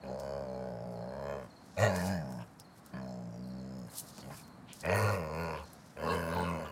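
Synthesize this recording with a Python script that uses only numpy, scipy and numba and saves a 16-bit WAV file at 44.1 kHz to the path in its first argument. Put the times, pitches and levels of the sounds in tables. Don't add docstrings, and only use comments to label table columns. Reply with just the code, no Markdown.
import sys
import numpy as np
from scipy import signal
from scipy.io import wavfile
from scipy.ndimage import uniform_filter1d
from numba import njit

SR = 44100
rng = np.random.default_rng(int(sys.argv[2]) if len(sys.argv) > 2 else 0)


def persist_wave(psi):
    counts = np.round(np.clip(psi, -1, 1) * 32767).astype(np.int16)
    wavfile.write(sys.argv[1], SR, np.atleast_2d(counts).T)


def undo_db(level):
    steps = np.asarray(level, float) / 20
    return 10 ** steps


N = 296263

# start_s, fold_rate_hz, chest_effort_db, throat_opening (0-1), lip_opening (0-1)
OPENING = [
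    (.03, 67.3, -51, 0.52, 0.75),
    (.112, 63.24, -44, 0.65, 0.53),
    (.188, 67.56, -51, 0.8, 0.78),
    (.376, 69.85, -49.5, 0.87, 0.77),
    (.48, 64.2, -47.5, 0.67, 0.64),
    (.674, 63.4, -46.5, 0.66, 0.59),
    (.794, 56.36, -47, 0.56, 0.45),
]
RESUMED = [
    (0.795, 56.2, -46.5, 0.62, 0.58),
    (.862, 60.86, -46, 0.53, 0.14),
    (1.015, 57.85, -45.5, 0.55, 0.51),
    (1.145, 67.3, -48.5, 0.66, 0.76),
    (1.32, 71.76, -48.5, 0.84, 0.87),
    (1.401, 65.85, -52.5, 0.79, 0.82),
    (1.445, 57.96, -51, 0.47, 0.72),
    (1.48, 56.93, -62, .3, 0.74),
]
LUNGE = [
    (1.772, 87.84, -45.5, 0.77, 0.83),
    (1.837, 111.8, -39.5, 0.96, 0.99),
    (1.898, 96.74, -37.5, 0.65, 0.74),
    (2.001, 87.56, -38.5, 0.44, 0.77),
    (2.114, 98, -35, 0.29, 0.64),
    (2.244, 66.6, -42.5, 0.33, 0.6),
    (2.425, 57.93, -43.5, 0.18, 0.62),
    (2.465, 55.94, -62, .2, 0.6),
]
MUFFLED = [
    (2.931, 63.2, -42, 0.092, 0.56),
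    (2.974, 65.5, -42.5, 0.25, 0.67),
    (3.126, 62.43, -44.5, 0.42, 0.35),
    (3.307, 57.73, -45, 0.1, 0.13),
    (3.344, 57.45, -46, 0.31, 0.36),
    (3.413, 62.63, -44, 0.09, 0.02),
    (3.763, 65.44, -44, 0.16, 0.24),
    (3.856, 58.4, -46.5, 0.2, 0.17),
    (3.899, 55.9, -56, 0.038, 0.9),
]
GRUNT = [
    (4.222, 66.5, -58, 0.22, 0.8),
    (4.26, 66.7, -46.5, 0.25, 0.5),
    (4.3, 68.6, -51, 0.52, 0.49),
    (4.33, 79.6, -48.5, 0.25, 0.76),
    (4.36, 82.5, -69, 0.31, 0.97),
]
SNARL = [
    (4.83, 74.1, -52.5, 0.6, 0.88),
    (4.88, 87.4, -40, 0.71, 0.83),
    (4.965, 104.5, -43, 0.77, 1),
    (5.129, 102.7, -46, 0.83, 0.97),
    (5.215, 80.2, -44, 0.61, 0.77),
    (5.289, 75.56, -47.5, 0.68, 0.84),
    (5.418, 85, -42.5, 0.56, 0.83),
    (5.549, 76.24, -49.5, 0.75, 0.98),
    (5.651, 74.1, -65.5, 0.7, 1),
]
LAST = [
    (5.965, 72.34, -61.5, 0.9, 0.95),
    (6.046, 80.1, -41, 0.68, 0.84),
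    (6.127, 86.5, -41.5, 0.66, 0.9),
    (6.267, 81.26, -43, 0.48, 0.81),
    (6.367, 87.3, -41.5, 0.58, 0.89),
    (6.505, 85.64, -39, 0.38, 0.76),
    (6.624, 78.15, -47, 0.7, 0.82),
    (6.718, 75.6, -58, 0.59, 0.97),
]
SPELLS = [OPENING, RESUMED, LUNGE, MUFFLED, GRUNT, SNARL, LAST]
EDGES_S = [growl[i][0] for growl in SPELLS for i in (0, -1)]


def level(x, db):
    return x * undo_db(db) / np.sqrt(np.mean(x ** 2))


def glide(table):
    s, *columns = np.transpose(table)
    return [np.interp(np.arange(N) / SR, s, column) for column in columns]


@njit
def svf(x, hz, width):
    y, band, low = np.empty(len(x)), 0., 0.
    for i in range(len(x)):
        g, damping = np.tan(np.pi * hz[i] / SR), width / hz[i]
        v = (band + g * (x[i] - low)) / (1 + g * (g + damping))
        band, low, y[i] = 2 * v - band, low + 2 * g * v, damping * v
    return y


def ring(x, hz, width):
    return svf(x, hz + np.zeros(N), 1. 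* width)


def walk(rate):
    k = int(SR / rate)
    held = np.repeat(rng.standard_normal(N // k + 1), k)
    return 1.3 * uniform_filter1d(uniform_filter1d(held, k), k)[:N]


def even(x, span_s=0.016):
    k = int(span_s * SR)
    power = uniform_filter1d(uniform_filter1d(x ** 2, k), k)
    return x / np.sqrt(power + 1e-12)


def patio(x, t60_s, db):
    t = np.arange(int(.6 * SR)) / SR
    tail = rng.standard_normal(len(t)) * np.exp(-np.log(1000) * t / t60_s) * (t > .006)
    return undo_db(db) * signal.fftconvolve(x, tail / np.sqrt(np.sum(tail ** 2)))[:N]


def night():
    # centre_hz, density_db (per Hz)
    spectrum = [(18, -42), (30, -5.5), (179, 7.5), (245, 3), (355, -10.5), (740, -3), (844, -22),
                (1040, -5.5), (1860, -15.5), (2350, -30), (3400, -34), (4300, -24), (4650, -50),
                (8980, -30), (16000, -59)]
    point_hz, point_db = np.transpose(spectrum)
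    out, swell = 0, walk(0.72)
    for hz in 45 * 2 ** np.arange(0, 8.6, .5):
        drift_db = .5 * swell + walk(6)
        db = np.interp(np.log(hz), np.log(point_hz), point_db) + 10 * np.log10(hz) + drift_db
        band = ring(ring(rng.standard_normal(N), hz, hz * 0.57), hz, hz * 0.57)
        out = out + undo_db(db) * level(band, 0)
    return level(out, -55)


def cricket():
    # start_s, peak_db
    strokes = [(0.0136, -55), (0.074, -53), (0.482, -56), (0.5398, -55), (0.958, -57), (1.014, -56),
               (1.0827, -55), (1.502, -56), (1.561, -55), (2.646, -57), (2.7033, -63), (3.016, -55),
               (3.0792, -55), (3.4354, -55.5), (3.4982, -56), (3.5869, -54), (4.4337, -53), (4.503, -58),
               (5.636, -53.5)]
    top_hz, fall_hz, stroke_s = 4550, 620, 0.0244
    echo_s, echo_db = 0.0104, -6.5
    out, t = np.zeros(N), np.arange(int(stroke_s * SR)) / SR
    turns = np.cumsum(top_hz - fall_hz * t / stroke_s) / SR
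    stroke = np.sin(np.pi * t / stroke_s) * np.sin(2 * np.pi * turns)
    for s, db in strokes:
        i = int((s - .004) * SR)
        out[i:i + len(t)] += undo_db(db - 5.5) * stroke
    echo = undo_db(echo_db) * np.roll(out, int(echo_s * SR))
    return out + echo + patio(out, 0.56, -1.3)


def posture():
    # throat_hz, palate_cavity_hz, teeth_cavity_hz, bared_teeth_db
    head = [(560, 2900, 2530, -8.5), (568, 3200, 2250, -11.5), (582, 3200, 2105, -31.5),
            (554, 3107, 2620, -3.5), (581, 2750, 2460, 5), (630, 3100, 2500, -24), (644, 3100, 2470, -13),
            (546, 3230, 2800, -4), (565, 3300, 3000, 15), (590, 2970, 2300, -7), (542, 2700, 2490, 2),
            (521.6, 2680, 2464, -9.5), (531, 3060, 2700, -6), (545, 2860, 2530, -6.5)]
    # fundamental_db, nose_db, breath_db, lower_throat_share (0-1), chest_hz
    character = [
        (-56, -33.5, -78, 0.35, 165.2),
        (-56.5, -32.5, -79, 0.37, 168.7),
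        (-60, -26, -86, 0.24, 163.6),
        (-60, -28, -81, 0.35, 170),
        (-62.5, -29, -110, 0.67, 160),
        (-57, -27, -79, 0.58, 176),
        (-57.5, -33.5, -76.5, 0.6, 193.7),
    ]
    return glide(np.column_stack([EDGES_S, head, np.repeat(character, 2, axis=0)]))


def strain():
    # start_s, end_s, roughness (0-1)
    strained = [(0, .1, .45), (.77, .81, .12), (1.7, 1.91, .45), (1.91, 2.5, .3), (2.88, 2.97, .55),
                (3.2, 3.36, .14), (3.86, 4.1, .6), (4.1, 4.31, .06), (4.31, 4.5, .7), (4.75, 4.9, .3),
                (4.9, 5.17, .45), (5.56, 5.75, .6), (5.9, 6.08, .25), (6.08, 6.14, .8), (6.14, 6.2, .55),
                (6.2, 6.35, .12), (6.35, 6.41, .75), (6.41, 6.65, .33), (6.65, 6.72, .75)]
    t, calm = np.arange(N) / SR, .045
    rough = calm + sum((r - calm) * (t >= a) * (t < b) for a, b, r in strained)
    voiced = sum(1. * (t >= growl[0][0]) * (t < growl[-1][0]) for growl in SPELLS)
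    return uniform_filter1d(rough, int(.04 * SR)), uniform_filter1d(voiced, int(0.01 * SR))


def cycles(hz):
    first_slap_s = .006
    phase = np.cumsum(hz) / SR
    at = phase[[int((growl[0][0] + first_slap_s) * SR) for growl in SPELLS]]
    shift = np.round(at) - at
    shift[1] = shift[0]
    return phase + np.interp(np.arange(N) / SR, EDGES_S, np.repeat(shift, 2))


def slaps(phase, slip, size):
    out = np.zeros(N)
    at = np.interp(np.arange(len(slip)) + slip, phase, np.arange(N))
    whole, part = at.astype(int), at % 1
    np.add.at(out, whole, size * (1 - part))
    np.add.at(out, np.minimum(whole + 1, N - 1), size * part)
    return out


def rebound(first, phase, chance):
    # size (0-1), place_in_cycle (0-1), throat_lag_s
    bounce = [
        (0.35, .55, 0.000976),
        (0.36, .55, 0.00098),
        (0.47, 0.44, 0.0011),
        (0.35, .5, 0.0011),
        (0.3, 0.49, .001),
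        (0.52, 0.37, 0.00301),
        (0.36, 0.41, 0.00197),
    ]
    first_cycle = np.interp([growl[0][0] for growl in SPELLS], np.arange(N) / SR, phase)
    cycle = np.arange(len(chance))
    row = np.clip(np.searchsorted(first_cycle, cycle) - 1, 0, None)
    size, place, lag_s = np.array(bounce)[row].T
    both = first + slaps(phase, place + .025 * chance, size * undo_db(1.5 * chance[::-1]))
    lag = np.interp(phase, cycle, lag_s) * SR
    return np.interp(np.arange(N) - lag, np.arange(N), both)


def folds(phase, rough):
    chance = rng.standard_normal((5, int(phase[-1])))
    unrest = np.interp(np.arange(chance.shape[1]), phase, rough)
    steady = slaps(phase, .05 * unrest * chance[0], undo_db(3. * unrest * chance[1]))
    loose = slaps(phase, (.003 + .12 * unrest) * chance[0], undo_db((1. + 5. * unrest) * chance[2]))
    loose = loose + slaps(phase, .4 + .15 * chance[3], unrest * chance[4])
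    puff = rng.standard_normal(N) * np.exp(-(phase % 1) / .45)
    return steady, loose, rebound(loose, phase, chance[3]), puff


def cavity(x, hz, width, unrest, flutter_db=-0.5):
    hz = hz * (1 + .009 * unrest * walk(14))
    flutter = undo_db((.7 * flutter_db + 1.5 * unrest) * walk(18))
    return flutter * ring(ring(x, hz, width), hz, 1.3 * width) / np.sqrt(width)


def body(x, modes, unrest, flutter_db=1.):
    return sum((-1) ** k * undo_db(db) * cavity(x, hz, width, unrest, flutter_db)
               for k, (hz, width, db) in enumerate(modes))


def chest(steady, hz, rest_hz):
    overtones = steady - ring(steady, hz, 30)
    chest_hz = rest_hz - 8.1 * np.clip(62 - hz, 0, 6)
    return ring(ring(overtones, chest_hz, 70.5), chest_hz, 76)


def throat(rebounding, puff, rough, throat_hz, low_share):
    drive = rebounding + (.003 + .16 * rough) * puff
    upper = cavity(drive, throat_hz, 127.6, rough, 1.6)
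    lower = low_share * cavity(drive, 461.5, 100, rough, 4.9)
    return upper + lower - 0.15 * cavity(drive, 836, 51, rough, 0.75)


def mouth(loose, puff, rough, palate_hz, teeth_hz, snarl_db):
    # start_s, jaw_cavity_hz
    jaw = [(.1, 805), (.37, 1030), (.5, 834), (1.02, 776), (1.32, 1030), (1.84, 1104), (2.1, 748),
           (2.93, 1090), (3.12, 860), (3.33, 881), (3.86, 855), (4.38, 1040), (4.88, 910), (5.07, 1056),
           (5.42, 980), (6.27, 1002), (6.33, 1090), (6.37, 920), (6.43, 945), (6.47, 1069), (6.6, 960),
           (6.67, 1070), (6.71, 960)]
    # start_s, tongue_cavity_hz, tongue_db
    tongue = [(0, 1600, -4), (.45, 1501, 0.5), (1., 1540, 13), (1.3, 1707, 0), (1.45, 1750, -4),
              (1.8, 1890, 0), (1.88, 1830, 0), (1.92, 1550, 1), (2., 1775, 8.5), (2.05, 1600, -7),
              (2.12, 1660, 9), (2.2, 1720, 9), (2.24, 1540, 4), (2.33, 1520, 9), (2.44, 1540, 23),
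              (2.94, 1680, 2.5), (3.9, 1670, -5), (4.22, 2000, -10), (4.36, 1690, -2), (4.84, 1900, 3),
              (4.9, 1900, -1), (5., 1870, -4), (5.16, 1890, -5.5), (5.3, 1822, -9.5), (5.62, 1650, -7),
              (5.97, 1600, -5), (6.05, 1710, 0), (6.12, 1600, -5), (6.2, 1600, -1), (6.38, 1540, -2),
              (6.5, 1720, -15), (6.7, 1624, -3)]
    # centre_hz, width_hz, level_db
    mouth_modes = [
        (1440, 114, -7),
        (2096, 260, -8),
    ]
    jaw_hz, = glide(jaw)
    tongue_hz, tongue_db = glide(tongue)
    drive = loose * undo_db(2 * walk(70)) + (.025 + .22 * rough) * puff
    front = body(drive, mouth_modes, rough, 2.1) - undo_db(tongue_db) * cavity(drive, tongue_hz, 168, rough)
    front = front - undo_db(-12.5) * cavity(drive, palate_hz, 147, rough, 2.6)
    front = front + undo_db(-10.5) * cavity(drive, teeth_hz, 187, rough, 4.1)
    return cavity(drive, jaw_hz, 196, rough, 3.7) - undo_db(snarl_db) * front


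def nose(loose, puff, rough):
    # start_s, nostril_hz, sinus_hz, sinus_db, flare_db
    nostrils = [(0, 5040, 4600, 16, -3), (.3, 5170, 4540, 21, 6), (.5, 5140, 4540, 17, -1),
                (.85, 5270, 4680, 21, 0), (1.1, 5100, 4330, 20, -1.5), (1.27, 5120, 4130, 16, 1),
                (1.45, 5160, 4240, 4, -4), (1.78, 4200, 3693, 17, 3), (1.87, 4250, 3720, 19, 3),
                (1.92, 4840, 4050, 15, -4), (2., 5100, 4280, 18, 0), (2.06, 4930, 4300, 9, -3),
                (2.13, 4970, 4100, 17, 3), (2.2, 5360, 4600, 11, -6), (2.36, 5360, 4796, 2, -3),
                (2.42, 5404, 4840, 8, -5), (2.94, 5300, 4564, 25, -1), (3.02, 5300, 4760, 7, -5.5),
                (3.12, 5250, 4700, 4, 2), (3.2, 5150, 4600, -2, -4), (3.255, 5080, 4660, 4, 1),
                (3.285, 5500, 4900, 12, -3), (3.32, 5700, 4980, 17, 1.5), (3.4, 5546, 4800, 24, 2.5),
                (3.52, 5470, 4670, 21, 3), (3.65, 5100, 4433, 11, 1), (3.82, 5200, 4300, 11, 4),
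                (4.84, 4790, 4280, 6, -7.5), (4.95, 5000, 4390, 36, 2), (5.1, 4900, 4250, 29, 2.5),
                (5.18, 5060, 4450, 9, -4.5), (5.4, 4986, 4380, 25, 0), (5.55, 5143, 4430, 19, 1),
                (5.97, 4900, 4480, 23, 3.5), (6.12, 4850, 4250, 17, 4.5), (6.3, 5000, 4400, 17, 3),
                (6.39, 5000, 4140, 31, 2), (6.5, 5030, 4240, 17, -4), (6.7, 4800, 4350, 14, 7.5)]
    # centre_hz, width_hz, level_db
    passages = [
        (6220, 150, 8.5),
        (6790, 340, 12),
        (7530, 290, 9.5),
    ]
    nostril_hz, sinus_hz, sinus_db, flare_db = glide(nostrils)
    snort_s, snort_half_s, flutter_db = 1.825, .05, 3.5
    snort_db = 12 * np.exp(-((np.arange(N) / SR - snort_s) / snort_half_s) ** 2)
    drive = loose * undo_db(2.5 * walk(70)) + (.012 + .25 * rough) * puff
    out = undo_db(snort_db) * body(drive, passages, rough, flutter_db)
    out = out + undo_db(20.5) * cavity(drive, nostril_hz, 410, rough, flutter_db)
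    out = out - undo_db(sinus_db) * cavity(drive, sinus_hz, 360, rough, flutter_db)
    return out - .75 * (1 - rough) * ring(out, 3550, 700), flare_db


def dog():
    hz, effort_db, gape, lips = glide(np.vstack(SPELLS))
    throat_hz, palate_hz, teeth_hz, bared_db, hum_db, nose_db, breath_db, low_share, chest_hz = posture()
    rough, voiced = strain()
    phase = cycles(hz)
    steady, loose, rebounding, puff = folds(phase, rough)
    tighter_hz, harder_db = hz - 65, effort_db + 48
    hum_db = hum_db + 0.6637 * tighter_hz + 0.14 * harder_db
    breath_db = breath_db + 0.7513 * tighter_hz + 0.049 * harder_db - 40 * (1 - voiced)
    hum = np.sqrt(2) * np.sin(2 * np.pi * phase) * undo_db(4.5 * rough * walk(30))
    chest_db = 0.03 * np.clip(hz - 98, 0, None)
    throat_db, mouth_db = -16.5 + 31.5 * gape, -40 + 49 * lips
    nasal, flare_db = nose(loose, puff, rough)
    nose_db = nose_db + 12.5 * gape + 7 * lips + flare_db - 0.5 * walk(7.6)
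    voice = undo_db(chest_db) * even(chest(steady, hz, chest_hz))
    voice = voice + undo_db(throat_db) * even(throat(rebounding, puff, rough, throat_hz, low_share))
    voice = voice + undo_db(mouth_db) * even(mouth(loose, puff, rough, palate_hz, teeth_hz, bared_db + 2.5 * rough))
    voice = voice + undo_db(nose_db) * even(nasal)
    return voiced * (undo_db(hum_db) * hum + undo_db(effort_db) * voice), voiced, phase, breath_db


def cracks():
    # start_s, level_db
    hard_slaps = [(.036, -47), (2.939, -49), (.058, -46), (4.181, -46), (4.303, -53), (4.849, -31),
                  (4.835, -40), (4.863, -25.5), (4.897, -21.5), (4.929, -22), (4.957, -27.5),
                  (5.971, -39.5), (6.365, -35)]
    # centre_hz, width_hz, level_db
    gullet = [
        (596, 96, -3),
        (1030, 250, -15),
        (1600, 580, -3.5),
        (2490, 180, -8),
        (3040, 250, -19.5),
    ]
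    s, db = np.transpose(hard_slaps)
    hits = np.zeros(N)
    hits[(s * SR).astype(int)] = undo_db(db)
    return sum((-1) ** k * undo_db(g) * SR / (np.pi * w) * ring(ring(hits, hz, w), hz, 2 * w)
               for k, (hz, w, g) in enumerate(gullet))


def swells():
    # peak_s, rise_s, fall_s, hiss_db, dull_part_db (relative)
    sniffs = [(.2, 0.0066, 0.043, -64.5, 16), (.92, 0.016, 0.046, -70, 5), (1.44, 0.057, 0.037, -73, 13),
              (1.66, 0.015, 0.035, -70, -3), (1.8, 0.01, 0.04, -54, 15), (1.96, 0.012, 0.096, -53.5, 12),
              (2.072, 0.12, 0.027, -52.5, 12.5), (2.32, 0.052, 0.14, -66.5, -1),
              (2.79, 0.034, 0.011, -65.5, -1), (2.86, 0.016, 0.063, -69, 3), (3.48, .02, 0.026, -70, -10),
              (3.998, 0.036, 0.011, -40, -5.5), (4.099, 0.041, 0.011, -57, -1),
              (4.191, 0.088, 0.076, -65.5, 8.5), (4.379, 0.067, 0.043, -54.5, -2),
              (4.74, 0.0067, 0.17, -61.5, 2), (4.81, 0.018, 0.016, -62.5, 8), (5.14, .012, 0.019, -57, 7),
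              (5.41, 0.091, 0.28, -67.5, 10.5), (5.739, 0.032, 0.051, -71, -12),
              (5.87, 0.031, 0.084, -72, 6), (6.15, 0.075, 0.065, -55.5, -4)]
    s, rise_s, fall_s, db, dull_db = np.array(sniffs).T[:, :, None]
    t = np.arange(0, N / SR, .002)
    bright = undo_db(2 * db) * np.exp(-2 * np.abs(t - s) / np.where(t < s, rise_s, fall_s))
    return [np.sqrt(np.interp(np.arange(N) / SR, t, power.sum(axis=0)) + undo_db(2 * -81.5))
            for power in (bright, bright * undo_db(2 * dull_db))]


def air(voiced, phase, breath_db):
    # centre_hz, width_hz, level_db
    gaps = [
        (6500, 1200, -1.5),
        (8570, 1300, 1),
        (10573, 1700, 3.5),
        (12000, 1100, 1.5),
        (13000, 1400, 0),
        (15000, 1900, 5.5),
    ]
    bright_gain, dull_gain = swells()
    grains = rng.standard_normal((4, N)) * undo_db(2.4 * np.array([walk(rate) for rate in (300, 220, 250, 200)]))
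    bright = level(ring(ring(grains[0], 8260, 6600), 11800, 13000), 0.5)
    dull, blown = (level(ring(ring(g, 5000, 4500), 5000, 4500), 0) for g in grains[1:3])
    dull, blown = (d - .5 * voiced * ring(d, 3500, 900) for d in (dull, blown))
    gate = even(.25 + 2 * np.exp(-(phase % 1) / .22))
    teeth = level(body(grains[3] * gate, gaps, 0.54, 6.0), 0) + undo_db(-3.5) * gate * blown
    teeth = teeth - np.clip((-70 - breath_db) / 5, 0, .75) * ring(teeth, 15200, 3000)
    return bright_gain * bright + dull_gain * undo_db(-10 * voiced) * dull + undo_db(breath_db) * teeth


def claws():
    # start_s, peak_db, centre_hz
    ticks = [(0.199, -33.5, 4100), (1.443, -47, 8400), (1.9623, -27, 5200), (2.305, -42, 8000),
             (2.3237, -37, 5500), (2.599, -33, 6100), (2.6054, -50, 5450), (2.8624, -37.5, 7274),
             (3.7909, -41, 4940), (3.917, -52, 11080), (4.181, -35, 4300), (4.4798, -43.5, 4310),
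             (4.7324, -29, 7900), (4.809, -31, 9495), (4.8557, -32.5, 4620), (1.845, -40, 12500),
             (2.0, -37, 11000), (5.132, -40, 9000), (5.62, -51, 8170), (5.636, -47, 6840),
             (5.6603, -61, 4370), (5.733, -36, 7800), (5.862, -49, 4620)]
    out, t = np.zeros(N), np.arange(400) / SR
    decay = np.exp(-t / 0.00018) + 0.071 * np.exp(-t / 0.024)
    for s, db, hz in ticks:
        tick = svf(rng.standard_normal(400) * decay, hz + 0 * t, 8000.0)
        tick = tick - svf(tick, 1500 + 0 * t, 4000.)
        i = int(s * SR)
        out[i:i + 400] += undo_db(db) * tick / np.abs(tick).max()
    return out


def whines(phase):
    # centre_s, half_length_s, pitch_hz, level_db
    tones = [(1.84, 0.06, 602.4, -37.5), (1.864, 0.017, 1865, -34.5), (4.192, 0.0078, 200, -50),
             (4.926, 0.019, 600, -34), (5.09, 0.022, 1393, -37), (6.102, 0.038, 1070, -38),
             (6.111, 0.013, 2700, -43), (6.113, 0.014, 1610, -41.5), (6.143, 0.025, 475, -40),
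             (6.271, 0.069, 578, -40), (6.384, 0.062, 440, -41), (6.402, .045, 215, -42.5),
             (6.406, 0.047, 870, -42), (6.504, 0.035, 1080, -46), (6.66, 0.01, 1180, -47)]
    t = np.arange(N) / SR
    turn = 2 * np.pi * np.cumsum(1 + .012 * walk(40)) / SR
    throb = (1 + .6 * np.cos(2 * np.pi * phase - 1)) * undo_db(1.5 * walk(60))
    return throb * sum(np.sqrt(2) * undo_db(db) * np.exp(-((t - s) / half_s) ** 4) * np.sin(hz * turn)
                       for s, half_s, hz, db in tones)


def puffs():
    # centre_s, half_length_s, centre_hz, width_hz, level_db
    scuffs = [(2.418, 0.019, 2635, 894, -60), (2.608, 0.013, 5250, 700, -57.5),
              (3.938, 0.034, 808.8, 950, -56), (4.06, 0.063, 670, 870, -60), (4.193, 0.026, 486, 891, -56),
              (4.103, 0.056, 4260, 503, -68), (4.21, 0.06, 4450, 600, -62), (4.344, 0.037, 4900, 1200, -61),
              (4.392, .02, 2400, 400, -63), (3.901, 0.0081, 4170, 402.3, -61.5),
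              (4.31, 0.011, 890, 695, -49.5), (4.336, 0.034, 1440, 1289, -58),
              (4.449, 0.073, 181, 90.7, -82), (4.615, 0.055, 236, 87, -56.5),
              (4.71, 0.031, 2740, 1830, -55), (5.583, 0.034, 2790, 1490, -56.5),
              (6.11, 0.036, 4180, 697, -50), (6.388, 0.1, 3900, 890, -56),
              (6.66, 0.014, 2960, 893.4, -55.5)]
    t = np.arange(N) / SR
    noise = rng.standard_normal(N)
    return sum(level(ring(ring(noise, hz, width), hz, width), db) * np.exp(-((t - s) / half_s) ** 2)
               for s, half_s, hz, width, db in scuffs)


def scene():
    voice, voiced, phase, breath_db = dog()
    near = voice + cracks() + air(voiced, phase, breath_db) + claws() + whines(phase) + puffs()
    return (night() + cricket() + near + patio(near, .3, -16))[None]


def band_limit(x):
    return signal.sosfilt(signal.butter(12, 16490, fs=SR, output="sos"), x)


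def record(dry):
    bass_cut = signal.sosfilt(signal.butter(3, 58, "highpass", fs=SR, output="sos"), dry)
    rounded = np.tanh(4 * bass_cut) / 4
    top_cut = signal.sosfilt(signal.ellip(8, .2, 45, 15900, fs=SR, output="sos"), rounded)
    return band_limit(top_cut)


dry = scene()
out = record(dry)
persist_wave(out)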